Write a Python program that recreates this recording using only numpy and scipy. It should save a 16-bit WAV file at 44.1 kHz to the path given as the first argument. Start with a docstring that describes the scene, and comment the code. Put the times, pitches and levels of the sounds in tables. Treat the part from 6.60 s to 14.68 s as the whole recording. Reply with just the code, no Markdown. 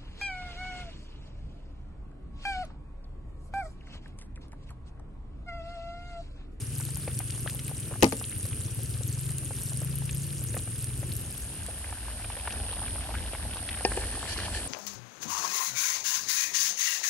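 """Close above a metal wok on a gas burner at a field edge: a steam pocket hums in throbs under the meat, fat
spits as short rising tones with torn noise, bubbles burst, and insects buzz in the grass (narrow noise, wing pulses).
At 1.4 s one big bubble thumps the pan in jolts that ring its modes. From 4 to 6 s the close place fades over to one
further off: a lower flame, and simmering made of ringing grains over a soft wash. At 7.25 s a spatula knocks the
wok (damped modes and clicks), then stirs: wet grains and resonant scraping. A lower insect rasps meanwhile."""
import sys
import numpy as np
from scipy import signal
from scipy.fft import rfft, irfft, next_fast_len
from scipy.io import wavfile

SR = 44100
rng = np.random.default_rng(int(sys.argv[2]) if len(sys.argv) > 2 else 0)


def wrap_up_sound(samples):
    """Save the sound to the file named by the first command line argument, as 16-bit audio."""
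    columns = np.atleast_2d(samples).T
    # keep every value between -1 and 1, then stretch to whole-number steps
    tamed = np.clip(columns, -1, 1)
    steps = np.round(tamed * 32767).astype(np.int16)
    wavfile.write(sys.argv[1], SR, steps)


N = 356283
TIME = np.arange(N) / SR
SIZE = next_fast_len(N + 8192)
FREQS = np.maximum(np.arange(SIZE // 2 + 1) * SR / SIZE, 1)

# All levels below are relative: the sources add their own balance and pan.
# far insect chorus: (frequency [Hz], level [dB per Hz])
CHORUS_SPECTRUM = [(7200, -105), (8400, -93), (9150, -73), (9500, -81.5), (10050, -70.5), (10600, -80.5),
                   (11300, -81.5), (12000, -103.5), (12700, -118)]
# near insect, about one call a second: (time of breaking off [s], level [dB])
NEAR_CALLS = [(.91, -43.5), (2.08, -42.5), (3.2, -43.5), (4.34, -43), (5.3, -47.5), (6.41, -40),
              (7.59, -39), (8.6, -38)]
# second, lower insect: (middle time [s], length [s])
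RASP_TIMES = [(7.357, 0.33), (7.66, 0.26), (7.98, 0.34)]
# smooth hiss of gas and steam: (frequency [Hz], level [dB per Hz])
HISS_SPECTRUM = [(500, -100), (1100, -92.5), (1550, -89), (2100, -92), (2850, -85.5), (3800, -93.5),
                 (5500, -92), (7000, -91.5), (9000, -91), (11800, -99), (12600, -118), (15700, -138)]
# flame and the wash of the boil, at the close and the far place: (frequency [Hz], level [dB per Hz])
CLOSE_FLAME_SPECTRUM = [(20, -104), (45, -65), (70, -58), (110, -60.5), (190, -69), (320, -73),
                        (520, -81.5), (900, -99), (2000, -104)]
FAR_FLAME_SPECTRUM = [(20, -88), (35, -65.5), (54, -52.5), (100, -59.5), (135, -72), (260, -72), (420, -82),
                      (900, -85), (2000, -124.5)]
# small bubbles, heard from further off: (frequency [Hz], level [dB per Hz])
SIMMER_SPECTRUM = [(300, -94), (480, -78), (720, -73.5), (1250, -82), (1650, -75), (2150, -81.5),
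                   (2900, -77), (3600, -76), (5400, -76.5), (6600, -100), (8000, -77.5), (12000, -114)]
# frying fat, close: (frequency [Hz], level [dB per Hz])
SIZZLE_SPECTRUM = [(1500, -102), (3500, -93), (5200, -89.5), (6800, -87), (8000, -82), (9400, -81.5),
                   (11200, -80), (12300, -85.5), (13200, -101), (15700, -99)]
# steam pocket, throbbing faster as it shrinks and slower as it refills:
# (time [s], throb rate [per s], level [dB], pitch [Hz])
POCKET_THROBS = [(0.0, 15.35, -26.6, 108), (0.32, 26.16, -28.0, 132), (0.42, 29.11, -33.4, 138),
                 (0.62, 22.93, -29.5, 114), (1.0, 22.88, -30.1, 128), (1.33, 20.34, -29.7, 122),
                 (1.55, 12.25, -41.0, 115), (1.72, 10.72, -27.2, 107), (2.06, 15.6, -28.0, 112),
                 (2.42, 19.91, -24.6, 117), (2.68, 25.87, -26.8, 133), (2.77, 24.75, -31.0, 134),
                 (2.92, 21.23, -30.0, 116), (3.08, 21.46, -25.3, 124), (3.3, 27.84, -26.2, 135),
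                 (3.55, 29.19, -28.2, 136), (3.75, 32.67, -31.3, 141), (3.88, 28.13, -28.4, 118),
                 (4.06, 19.72, -35.0, 110), (4.2, 20.18, -28.7, 123), (4.54, 17.24, -29.0, 124),
                 (4.72, 15.63, -41.0, 124)]
# droplets of fat spitting: (time [s], level [dB], pitch [Hz], top of the tearing sound [Hz])
FAT_SPITS = [(.020, -31, 8700, 10000), (.152, -36, 7400, 9400), (.357, -26.5, 8040, 10600),
             (.590, -17, 9900, 11700), (.707, -25, 8200, 10200), (.970, -32, 8500, 9700),
             (1.068, -28, 8500, 10000), (1.200, -31, 7700, 9400), (1.568, -25, 8900, 10300),
             (1.598, -29, 7360, 9600), (1.652, -33, 7170, 9400), (1.854, -30, 7960, 10200),
             (2.111, -30.5, 8400, 10200), (2.434, -28.5, 7550, 9800), (2.527, -27.5, 7800, 9550),
             (2.707, -26, 8500, 9700), (2.783, -22, 9300, 11000), (3.021, -31, 8300, 9900),
             (3.173, -22.5, 8900, 10600), (3.217, -31, 7800, 9500), (3.511, -27, 7900, 9800),
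             (3.529, -30, 6500, 9400), (3.620, -30, 7360, 10000), (3.978, -30, 9400, 10400),
             (4.243, -20, 8600, 10400), (4.3765, -26, 8800, 10200), (4.777, -29, 8060, 10000),
             (4.844, -31, 8800, 10000), (5.034, -31.5, 8400, 9700), (5.064, -28.5, 8350, 9300),
             (5.307, -31, 8050, 9100)]
# bubbles bursting at the surface: (time [s], level [dB], pitch [Hz], top of the tearing sound [Hz])
SURFACE_BUBBLES = [(.200, -36, 910, 2000), (.212, -31.5, 1490, 2600), (.287, -39, 795, 2000),
                   (.368, -37.5, 940, 1600), (.476, -23.5, 496, 2900), (.603, -28.5, 764, 2600),
                   (.702, -32.5, 2920, 4470), (.861, -28.5, 620, 1100), (.875, -25.5, 1570, 3420),
                   (.897, -28.5, 2720, 7000), (.922, -41.5, 620, 1000), (.947, -42, 540, 900),
                   (.991, -27.5, 3100, 3780), (1.099, -40, 614, 1300), (1.113, -31.5, 530, 1100),
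                   (1.311, -30, 541, 1700), (1.322, -30, 616, 1300), (1.338, -31, 1050, 1600),
                   (1.356, -33, 700, 1700), (1.4252, -12.5, 2740, 3220), (1.613, -31.5, 700, 1800),
                   (1.641, -30, 2760, 4200), (1.724, -36.5, 2420, 3400), (1.851, -32, 517, 2400),
                   (1.929, -33, 2380, 3100), (2.004, -38.5, 780, 1900), (2.190, -37, 517, 1200),
                   (2.408, -33, 517, 1500), (2.826, -40, 520, 1200), (2.907, -29, 527, 1690),
                   (3.118, -37, 650, 1900), (3.218, -31, 520, 1800), (3.420, -37.5, 756, 2300),
                   (3.493, -27, 2620, 3590), (3.815, -37.5, 565, 1500), (3.943, -29.5, 540, 2400),
                   (3.966, -24, 503, 2600), (3.968, -33, 1100, 2200), (4.074, -32, 607, 2300),
                   (4.429, -31, 550, 2200), (4.519, -32, 3960, 4800), (5.085, -31, 480, 900),
                   (5.243, -30.5, 1570, 2190), (5.325, -29, 860, 1990), (5.378, -37, 754, 1700),
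                   (5.482, -33, 860, 2500), (5.599, -37, 888, 1900), (5.644, -26.5, 1630, 2720),
                   (5.701, -28.5, 930, 2800), (5.768, -29.5, 527, 3000), (5.874, -26, 1740, 3300),
                   (5.875, -22, 895, 2000), (5.906, -28.5, 2750, 3500), (5.924, -29, 3700, 6000),
                   (6.000, -34, 640, 2200), (6.043, -35, 711, 1400), (6.091, -33, 1720, 2600),
                   (6.117, -40, 700, 1600), (6.129, -27.5, 910, 4200), (6.166, -35, 716, 2000),
                   (6.190, -31.5, 685, 1600), (6.218, -32, 840, 1500), (6.234, -29.5, 805, 1700),
                   (6.279, -29, 1630, 3000), (6.358, -27, 690, 2800), (6.381, -33, 912, 1600),
                   (6.408, -31, 1840, 2390), (6.491, -29.5, 655, 1100), (6.510, -29, 834, 2200),
                   (6.541, -27.5, 896, 3000), (6.552, -26, 1650, 2620), (6.604, -35, 1750, 2400),
                   (6.655, -36, 635, 2200), (6.733, -26.5, 540, 3200), (6.749, -26.5, 850, 2920),
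                   (6.795, -34, 710, 1500), (6.834, -33, 840, 2500), (6.857, -36, 800, 2400),
                   (6.957, -28, 786, 1500), (6.969, -28.5, 1000, 5030), (7.0885, -19, 2900, 3200),
                   (7.109, -34, 1930, 2500), (7.145, -27.5, 1800, 2330), (7.173, -31, 1560, 2600),
                   (7.208, -26.5, 750, 1400), (7.317, -25.5, 550, 2000), (7.319, -25, 1440, 1900),
                   (7.418, -28.5, 590, 3000), (7.438, -29, 1550, 2300), (7.552, -30.5, 1000, 2000),
                   (7.628, -27.5, 960, 1600), (7.654, -31, 1000, 2200), (7.661, -29, 2360, 2700),
                   (7.673, -35, 1600, 2160), (7.708, -37, 880, 2000), (7.762, -28, 1110, 2000),
                   (7.788, -26, 1800, 2300), (7.802, -29, 1780, 2300), (7.833, -32, 900, 2400),
                   (7.880, -23, 890, 1150), (7.929, -33.5, 750, 2000)]
# big steam bubble collapsing against the pan in jolts:
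# (time [s], body level [dB], crack level [dB], crack top [Hz], left over right [dB], slap level [dB])
COLLAPSE_JOLTS = [(1.4252, -15.5, -16, 7000, 15, -19), (1.4308, -6.5, -8.5, 11500, 4, -13),
                  (1.4430, -13.5, -16.5, 8200, 9, -21), (1.465, -37, -31, 6000, 4, -26),
                  (1.5238, -24, -24, 5870, 7.5, -32)]
# modes of the filled wok, struck from within: (frequency [Hz], level [dB], 60 dB decay time [s])
WOK_MODES = [(114.5, -8.5, 0.22), (176, -15, 0.12), (216, -10, 0.18), (265.6, -4, 0.17), (330, 3, 0.043),
             (449, -0.5, 0.085), (531, -7, 0.11), (622, -12.5, 0.093), (680, -25, 0.051), (812, -12, 0.067),
             (920, -15, 0.06), (1020, -20, 0.032), (1210, -20.5, 0.11), (1440, -33, .06), (1850, -23, 0.07),
             (2075, -18, 0.075), (2310, -21, 0.07), (2600, -14, .045), (3310, -38, 0.092),
             (4200, -37, 0.09), (4610, -33, .1), (5560, -34, 0.12), (5750, -36, .13), (6900, -33, .13)]
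# two knocks on the side of the wok, each with a soft bounce:
# (time [s], level [dB], frequency above which the contact dulls [Hz])
SPATULA_KNOCKS = [(7.2496, -18, 4350), (7.2522, -22, 1200), (7.3723, -24, 1500), (7.3748, -22.5, 480)]
# spatula and wall ringing together: (frequency [Hz], level [dB], 60 dB decay time [s])
SPATULA_MODES = [(209, -12, 0.072), (397, -0.5, 0.044), (407, -19, 0.23), (476, -3, 0.046), (763, 1, 0.027),
                 (832, -16, 0.12), (852, -8, 0.016), (910, -2, 0.037), (1050, -12, 0.02), (1342, -34, 0.11),
                 (1615, -17, 0.12), (1750, -8, 0.048), (1815, -10.5, 0.08), (2460, 0.5, 0.032),
                 (2830, -3.5, 0.026), (4540, -2.5, 0.051), (4830, 1, 0.039), (5500, 7, 0.022)]
# wet meat pushed aside: (frequency [Hz], level [dB per Hz])
SLOSH_SPECTRUM = [(250, -67), (600, -69), (950, -76), (1300, -92), (1780, -68.5), (2100, -79), (3000, -77),
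                  (4600, -81), (6800, -82), (8100, -89), (9500, -90), (12000, -106)]
# resonances of the scraping blade: (frequency [Hz], width [Hz], level [dB])
BLADE_RESONANCES = [(1780, 80, 6.5), (2440, 82, 1), (3100, 480, 1), (4400, 760, 5), (5400, 400, -4),
                    (6300, 770, -4)]
# strokes of the spatula:
# (middle time [s], length [s], slosh level [dB], scrape level [dB], top of the scrape [Hz])
STIR_STROKES = [(7.413, 0.6, -7, -47.5, 6000), (7.705, 0.07, -19, -37.5, 5600),
                (7.731, 0.027, -14, -40.5, 7500), (7.779, 0.015, -3, -36, 5200),
                (7.802, 0.038, -21, -41, 5400), (7.851, 0.064, -10, -37, 3900),
                (7.944, 0.023, -3, -46, 3000), (7.968, 0.053, -7, -39.5, 4800),
                (7.85, 0.74, -7, -47.5, 7000)]
# likeness of diffuse sound at the two microphone ports: (frequency [Hz], correlation [-1 to 1])
PORT_LIKENESS = [(60, 0.97), (300, 0.92), (900, 0.5), (2000, 0.87), (3200, 0.18), (5200, 0.08),
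                 (7000, 0.092), (8500, 0.94), (12000, 1)]
# lag of the left microphone port: (frequency [Hz], phase lag [rad])
LEFT_PORT_LAG = [(0, 0), (8500, 0), (10300, np.pi), (12100, 2 * np.pi), (13700, 3 * np.pi),
                 (15600, 4 * np.pi)]

INSECT_HZ, INSECT_WIDTH_HZ, WINGBEAT_HZ = 9456, 240, 87.9
SWELL_S, HOLD_S, BREAK_S, SWELL_DB = 0.42, 0.37, 0.02, 7  # a call rises by SWELL_DB, holds, then stops
RASP_HZ, RASP_WIDTH_HZ, RASP_DB = 7800, 990, -47.5
CHIRP_HZ = 2750
SPLASH_AT_HZ = 1000  # pitch at which a splash lasts its given time; higher bubbles splash more briefly
SPIT_T60_S = 0.008
STROKE_EDGE_DB = 15  # how much quieter the two ends of a swell are than its middle
CLOSE_DB, CLOSE_OUT_START_S, CLOSE_OUT_END_S = -0.18, 4.6, 5.43
FAR_DB, FAR_IN_START_S, FAR_IN_END_S = 0.5, 4.01, 6.03
CUTOFF_HZ = 15850


def from_db(db):
    """Decibels to gain."""
    return 10 ** (np.asarray(db) / 20)


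def rms_one(x):
    """Scale to rms 1."""
    return x / np.sqrt(np.mean(x ** 2) + 1e-20)


def in_time(rows):
    """Each column of a curve at every sample."""
    s, *columns = np.transpose(rows)
    return [np.interp(TIME, s, column) for column in columns]


def at_hz(points, hz):
    """Read a table on a log-frequency axis."""
    table_hz, values = np.transpose(points)
    return np.interp(np.log(hz), np.log(table_hz), values)


def panned(pan_db):
    """Left and right gains for a level difference; positive leans left."""
    return from_db(np.array([[.5], [-.5]]) * pan_db)


def shaped(x, gain):
    """Filter by a gain for each frequency."""
    return irfft(rfft(x, SIZE) * gain, SIZE)[..., :N]


def coloured(x, spectrum):
    """Give a white sound of rms 1 a spectrum in dB per Hz."""
    return shaped(x, from_db(at_hz(spectrum, FREQS)) * np.sqrt(SR / 2))


def band(x, low_hz, high_hz):
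    """A gentle causal band-pass."""
    edges = [low_hz, min(high_hz, SR / 2 - 2000)]
    return signal.sosfilt(signal.butter(2, edges, "band", fs=SR, output="sos"), x)


def below(x, top_hz):
    """A steep low-pass."""
    return shaped(x, 1 / np.sqrt(1 + (FREQS / top_hz) ** 10))


def resonate(x, hz, width_hz):
    """A resonance with gain 1 on top."""
    r = np.exp(-np.pi * width_hz / SR)
    feedback = [1, -2 * r * np.cos(2 * np.pi * hz / SR), r * r]
    return signal.lfilter(np.array([1, 0, -1]) * (1 - r * r) / 2, feedback, x + 1e-18)


def drift(rate):
    """Slow random curve of rms 1, with the given number of knots per second."""
    knots = rng.standard_normal(int(N / SR * rate) + 2)
    return rms_one(np.interp(TIME * rate, np.arange(len(knots)), knots))


def add(out, s, sound):
    """Mix a stereo sound in at a time."""
    at = int(np.clip(round(s * SR), 0, N - 1))
    out[:, at:at + sound.shape[1]] += sound[:, :N - at]


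def right_late(x, lag_s):
    """A source on the left reaches the right port later."""
    return np.array([x[0], shaped(x[1], np.exp(-2j * np.pi * FREQS * lag_s))])


def diffuse():
    """White stereo noise, as alike as the two ports hear it."""
    mid, side = rng.standard_normal((2, N))
    alike = np.clip(at_hz(PORT_LIKENESS, FREQS), -1, 1)
    common = shaped(mid, np.sqrt((1 + alike) / 2))
    return common + shaped(side, np.sqrt((1 - alike) / 2)) * [[1], [-1]]


def short_noise(size, low_hz, high_hz):
    """A short stretch of noise with a gentle lower edge and a steep upper one; rms 1."""
    hz = np.maximum(np.arange(size // 2 + 1) * SR / size, 1)
    edges = np.sqrt((1 + (low_hz / hz) ** 4) * (1 + (hz / high_hz) ** 10))
    return rms_one(irfft(rfft(rng.standard_normal(size)) / edges, size))


def grains(per_s, low_hz, high_hz, width, spread_db, clump_db, scatter, count=16):
    """Tiny clumped bursts, each ringing at one of many pitches from its own spot in the pan; near white, rms 1."""
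    chance = per_s * from_db(clump_db * drift(22)) / SR
    born = np.flatnonzero(rng.random(N) < chance)
    size, sign, pitch, spot = rng.random((4, len(born)))
    height = from_db(spread_db * np.minimum(-np.log(1 - size), 4.5)) * np.sign(sign - .5)
    # the spot sets how much later or earlier the burst reaches the right port (scatter in samples)
    born_right = np.clip(born + np.round(scatter * (2 * spot - 1)).astype(int), 0, N - 1)
    out, cover = np.zeros((2, N)), 1e-9
    for k, hz in enumerate(np.geomspace(low_hz, high_hz, count)):
        mine = (pitch * count).astype(int) == k
        clicks = np.zeros((2, N))
        clicks[0, born[mine]] = height[mine]
        clicks[1, born_right[mine]] = height[mine]
        out += resonate(clicks, hz, width * hz)
        cover = cover + 1 / (1 + ((FREQS / hz - hz / FREQS) / width) ** 2)
    # even out the summed power of the resonances
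    return shaped(out, 1 / np.sqrt((cover + 0.04) * np.sum(height ** 2) / count / N))


def modes_ring(modes, t, uneven_db):
    """One decaying sine row for each mode after a blow, with a strength of its own and alternating sign."""
    hz, mode_db, t60 = np.array(modes).T[:, :, None]
    sign = (-1) ** np.arange(len(hz))[:, None]
    strength = from_db(mode_db + rng.normal(0, uneven_db, hz.shape)) * sign
    return strength * np.sin(2 * np.pi * hz * t) * from_db(-60 * t / t60)


def stroke_shape(middle_s, length_s):
    """A rounded swell, 1 in its middle."""
    return from_db(-STROKE_EDGE_DB * np.minimum((2 * (TIME - middle_s) / length_s) ** 2, 20))


def insect_chorus():
    """A steady far chorus: diffuse noise in narrow treble bands."""
    return coloured(diffuse(), CHORUS_SPECTRUM)


def birds(level_db=-67, warble=0.078, count=4):
    """Far birds twitter: thin, broken notes of wavering pitch overlap to a faint murmur."""
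    notes = np.zeros(N)
    for _ in range(count):
        hz = CHIRP_HZ * (1 + warble * drift(45))
        notes += np.sin(2 * np.pi * np.cumsum(hz) / SR) * np.maximum(drift(30), 0)
    return from_db(level_db) * rms_one(notes) * panned(9.1)


def call_level():
    """Every call of the near insect swells, holds and breaks off in the same way."""
    level = np.zeros(N)
    for end_s, call_db in NEAR_CALLS:
        still_to_rise = np.maximum(end_s - HOLD_S - TIME, 0) / SWELL_S
        break_off = np.clip(1 - (TIME - end_s) / BREAK_S, 0, 1)
        level = np.maximum(level, from_db(call_db - SWELL_DB * still_to_rise) * break_off)
    return level


def near_insect(waver=0.0125, jitter=0.00477, sweep_hz=700, stroke_db=1, level_db=-3):
    """A narrow buzz, and on each wing stroke a pulse that falls in pitch."""
    stroke = np.cumsum(WINGBEAT_HZ * (1 + waver * drift(6.6))) / SR % 1
    hz = INSECT_HZ * (1 + jitter * drift(900)) + sweep_hz * (1 - 2 * stroke)
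    tone = np.sin(2 * np.pi * np.cumsum(hz) / SR)
    pulse = rms_one(tone * np.sin(np.pi * stroke) ** 4 * from_db(0.72 * drift(90)))
    narrow = resonate(rng.standard_normal(N), INSECT_HZ, INSECT_WIDTH_HZ)
    buzz = rms_one(resonate(narrow, INSECT_HZ, 900))
    return (buzz + from_db(stroke_db) * pulse) * from_db(level_db) * call_level() * panned(-1.2)


def rasping_insect():
    """Short swells of a narrow, breathy rasp: noise through two equal resonances."""
    once = resonate(diffuse(), RASP_HZ, RASP_WIDTH_HZ)
    rasp = rms_one(resonate(once, RASP_HZ, RASP_WIDTH_HZ))
    return rasp * from_db(RASP_DB) * sum(stroke_shape(s, length_s) for s, length_s in RASP_TIMES)


def hiss():
    """Gas and steam hiss smoothly throughout: shaped diffuse noise."""
    return coloured(diffuse(), HISS_SPECTRUM) * panned(2.2)


def flame(spectrum, flutter_db, flutter_rate, pan_db):
    """Flame and the wash of the boil: low diffuse noise with a fluttering level."""
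    return coloured(diffuse(), spectrum) * from_db(flutter_db * drift(flutter_rate)) * panned(pan_db)


def simmer(wash_db=-10):
    """The thick stew patters with small ringing bubbles over a soft noise wash of finer ones."""
    patter = below(grains(per_s=230, low_hz=506, high_hz=3200, width=0.19, spread_db=0.9,
                          clump_db=3.0, scatter=2.5, count=16), 3170)
    both = coloured(patter * from_db(-4.5) + diffuse() * from_db(wash_db), SIMMER_SPECTRUM)
    return right_late(both, lag_s=.00009) * panned(0.8)


def sizzle():
    """Frying fat: dense clumps of high ringing grains."""
    fat = grains(per_s=1200, low_hz=3390, high_hz=11000, width=0.08, spread_db=5.5,
                 clump_db=4.0, scatter=0.59, count=10)
    return coloured(fat, SIZZLE_SPECTRUM) * from_db(-0.9) * panned(1.7)


def soft_bubbles():
    """A few soft bubbles: sparse, briefly ringing grains."""
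    blips = grains(per_s=52, low_hz=496, high_hz=3400, width=0.31, spread_db=2.5,
                   clump_db=5.0, scatter=1.1, count=7)
    return band(blips, 450, 4400) * from_db(-51.5) * panned(2.1)


def steam_pocket(length_s=0.0081, uneven_db=1.0, waver=0.008, level_db=0.5):
    """The pocket hums, swelling and dying with each throb; its pitch rises as it shrinks."""
    per_s, peak_db, hz = in_time(POCKET_THROBS)
    swell = np.zeros(N + SR)
    t = np.arange(-1500, 1500) / SR
    beats = np.flatnonzero(np.diff(np.floor(np.cumsum(per_s) / SR + .5)))
    for at, size in zip(beats, rng.standard_normal(len(beats))):
        beat_db = peak_db[at] + level_db + uneven_db * size
        swell[at:at + len(t)] += from_db(beat_db) * np.exp(-.5 * (t / length_s) ** 2)
    hum = np.sin(2 * np.pi * np.cumsum(hz * (1 + waver * drift(40))) / SR)
    centred = swell[len(t) // 2:][:N]
    return right_late(hum * centred * panned(2.5), lag_s=0.00066)


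def bursts(rows, cycles, glide, tone_db, splash_db, splash_t60, splash_width_hz, tear_db, tear_t60,
           open_cycles, pan_db):
    """A film tears with a short splash through the opening cavity, which rings some cycles, rising in pitch."""
    out, t = np.zeros((2, N)), np.arange(SR // 16) / SR
    for s, peak_db, hz, top_hz in rows:
        age = t * hz / cycles  # 1 when the tone has fallen by 60 dB
        opening = 1 - np.exp(-t * hz / open_cycles)
        rising_hz = hz * (1 + glide * np.minimum(age, 1))
        tone = np.sin(2 * np.pi * np.cumsum(rising_hz) / SR) * from_db(tone_db - 60 * age)
        stretch = 1 + splash_width_hz / (2 * hz)
        splash_fall_db = -60 * t / splash_t60 * np.sqrt(hz / SPLASH_AT_HZ)
        splash = short_noise(len(t), hz / stretch, hz * stretch) * from_db(splash_db + splash_fall_db)
        tear = short_noise(len(t), hz * 0.94, top_hz) * from_db(tear_db - 60 * t / tear_t60)
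        burst = (tear + tone + splash) * opening
        add(out, s, from_db(peak_db) * burst * panned(pan_db + rng.normal(0, 3.6)))
    return out


def fat_spits():
    """Droplets of fat burst high and very briefly."""
    return bursts(FAT_SPITS, cycles=38, glide=.03, tone_db=4.5, splash_db=-10.5, splash_t60=2 * SPIT_T60_S,
                  splash_width_hz=2000, tear_db=-6.0, tear_t60=SPIT_T60_S, open_cycles=1.2, pan_db=2.5)


def surface_bubbles():
    """Bubbles burst at the surface, each with a tone, a splash and a tear."""
    return bursts(SURFACE_BUBBLES, cycles=12.2, glide=0.035, tone_db=-0.5, splash_db=-12.5, splash_t60=0.035,
                  splash_width_hz=550, tear_db=-7.5, tear_t60=0.027, open_cycles=.55, pan_db=3.5)


def thump(ring_db=-3, crack_db=-3, crack_t60=0.0063, tail_db=-25, tail_t60=0.16, slap_t60=0.058,
          low_pan_db=0.0, high_pan_db=10.0):
    """Each jolt cracks wetly, sprays, slaps liquid and rings the pan; its higher modes lean to the left."""
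    out, t = np.zeros((2, N)), np.arange(SR // 3) / SR
    mode_hz = np.array(WOK_MODES)[:, 0]
    mode_pans = panned(at_hz([(380, low_pan_db), (900, high_pan_db)], mode_hz))
    spray = from_db(-60 * t / crack_t60) + from_db(tail_db - 60 * t / tail_t60)
    for s, body_db, snap_db, top_hz, pan_db, slap_db in COLLAPSE_JOLTS:
        body = mode_pans @ modes_ring(WOK_MODES, t, uneven_db=1.0)
        mid, side = (short_noise(len(t), 350, top_hz) for _ in range(2))
        crack = (mid + 1.1 * side * [[1], [-1]]) * spray
        slap = short_noise(len(t), 330, 930) * from_db(slap_db - 3.0 - 60 * t / slap_t60)
        wet = from_db(snap_db + crack_db) * crack + slap
        add(out, s, from_db(body_db + ring_db) * body + wet * panned(pan_db))
    return right_late(out, lag_s=0.00022)


def knocks(click_db=-8, click_t60=0.026):
    """Each touch clicks and rings the wall; a softer contact leaves the high modes quiet."""
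    out, t = np.zeros((2, N)), np.arange(SR // 3) / SR
    for s, level_db, soft_hz in SPATULA_KNOCKS:
        softness = 1 / (1 + (np.array(SPATULA_MODES)[:, :1] / soft_hz) ** 2)
        wall = np.sum(softness * modes_ring(SPATULA_MODES, t, uneven_db=3.0), axis=0)
        noise = rms_one(band(rng.standard_normal(len(t)), 400, soft_hz))
        click = noise * from_db(click_db - 60 * t / click_t60)
        add(out, s, from_db(level_db) * (wall + click) * panned(2.8))
    return out


def wet_meat():
    """The pushed meat sloshes in clumps of small ringing bursts."""
    wet = grains(per_s=780, low_hz=409, high_hz=5370, width=0.12, spread_db=2.0,
                 clump_db=4.5, scatter=3.9, count=16)
    return coloured(band(wet, 200, 5700), SLOSH_SPECTRUM)


def scraping_blade():
    """The blade catches and slips over the metal: uneven noise excites its resonances."""
    slips = diffuse() * from_db(1.3 * drift(220))
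    return rms_one(sum(from_db(level_db) * resonate(slips, hz, width_hz)
                       for hz, width_hz, level_db in BLADE_RESONANCES))


def stirring():
    """Each stroke swells and dies away in slosh and scrape, brighter on some strokes."""
    slosh, blade = wet_meat(), scraping_blade()
    strokes = np.zeros((2, N))
    for s, length_s, slosh_db, scrape_db, top_hz in STIR_STROKES:
        stroke = from_db(slosh_db) * slosh + from_db(scrape_db) * below(blade, top_hz)
        strokes += stroke * stroke_shape(s, length_s)
    return strokes * panned(0.81)


def close_place():
    """Just above the pan: flame, sizzle, soft bubbles and the steam pocket, with birds far behind."""
    fire = flame(CLOSE_FLAME_SPECTRUM, flutter_db=1.13, flutter_rate=24.89, pan_db=1.0)
    return birds() + fire + sizzle() + soft_bubbles() + steam_pocket()


def far_place():
    """Further off: the flame flutters lower and the stew simmers."""
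    return flame(FAR_FLAME_SPECTRUM, flutter_db=1.7, flutter_rate=13, pan_db=0.69) + simmer()


def scene():
    """The two listening places fade into each other; the other sources keep their own levels."""
    close = from_db(CLOSE_DB) * np.interp(TIME, [CLOSE_OUT_START_S, CLOSE_OUT_END_S], [1, 0])
    far = from_db(FAR_DB) * np.interp(TIME, [FAR_IN_START_S, FAR_IN_END_S], [0, 1])
    field = insect_chorus() + near_insect() + rasping_insect()
    bed = hiss() + far * far_place() + close * close_place()
    spatula = right_late(knocks() + stirring(), lag_s=.00008)
    return field + bed + fat_spits() + surface_bubbles() + thump() + spatula


def record(dry):
    """The microphone ports fall out of step in the treble, the highest peaks are rounded and the top is cut."""
    lag = np.interp(FREQS, *np.transpose(LEFT_PORT_LAG))
    left = shaped(dry[0], np.exp(-1j * lag))
    both = np.array([left, dry[1]])
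    rounded = both / (1 + (both / .95) ** 4) ** .25
    return signal.sosfilt(signal.ellip(10, .1, 80, CUTOFF_HZ, fs=SR, output="sos"), rounded)


dry = scene()
out = record(dry)
wrap_up_sound(out)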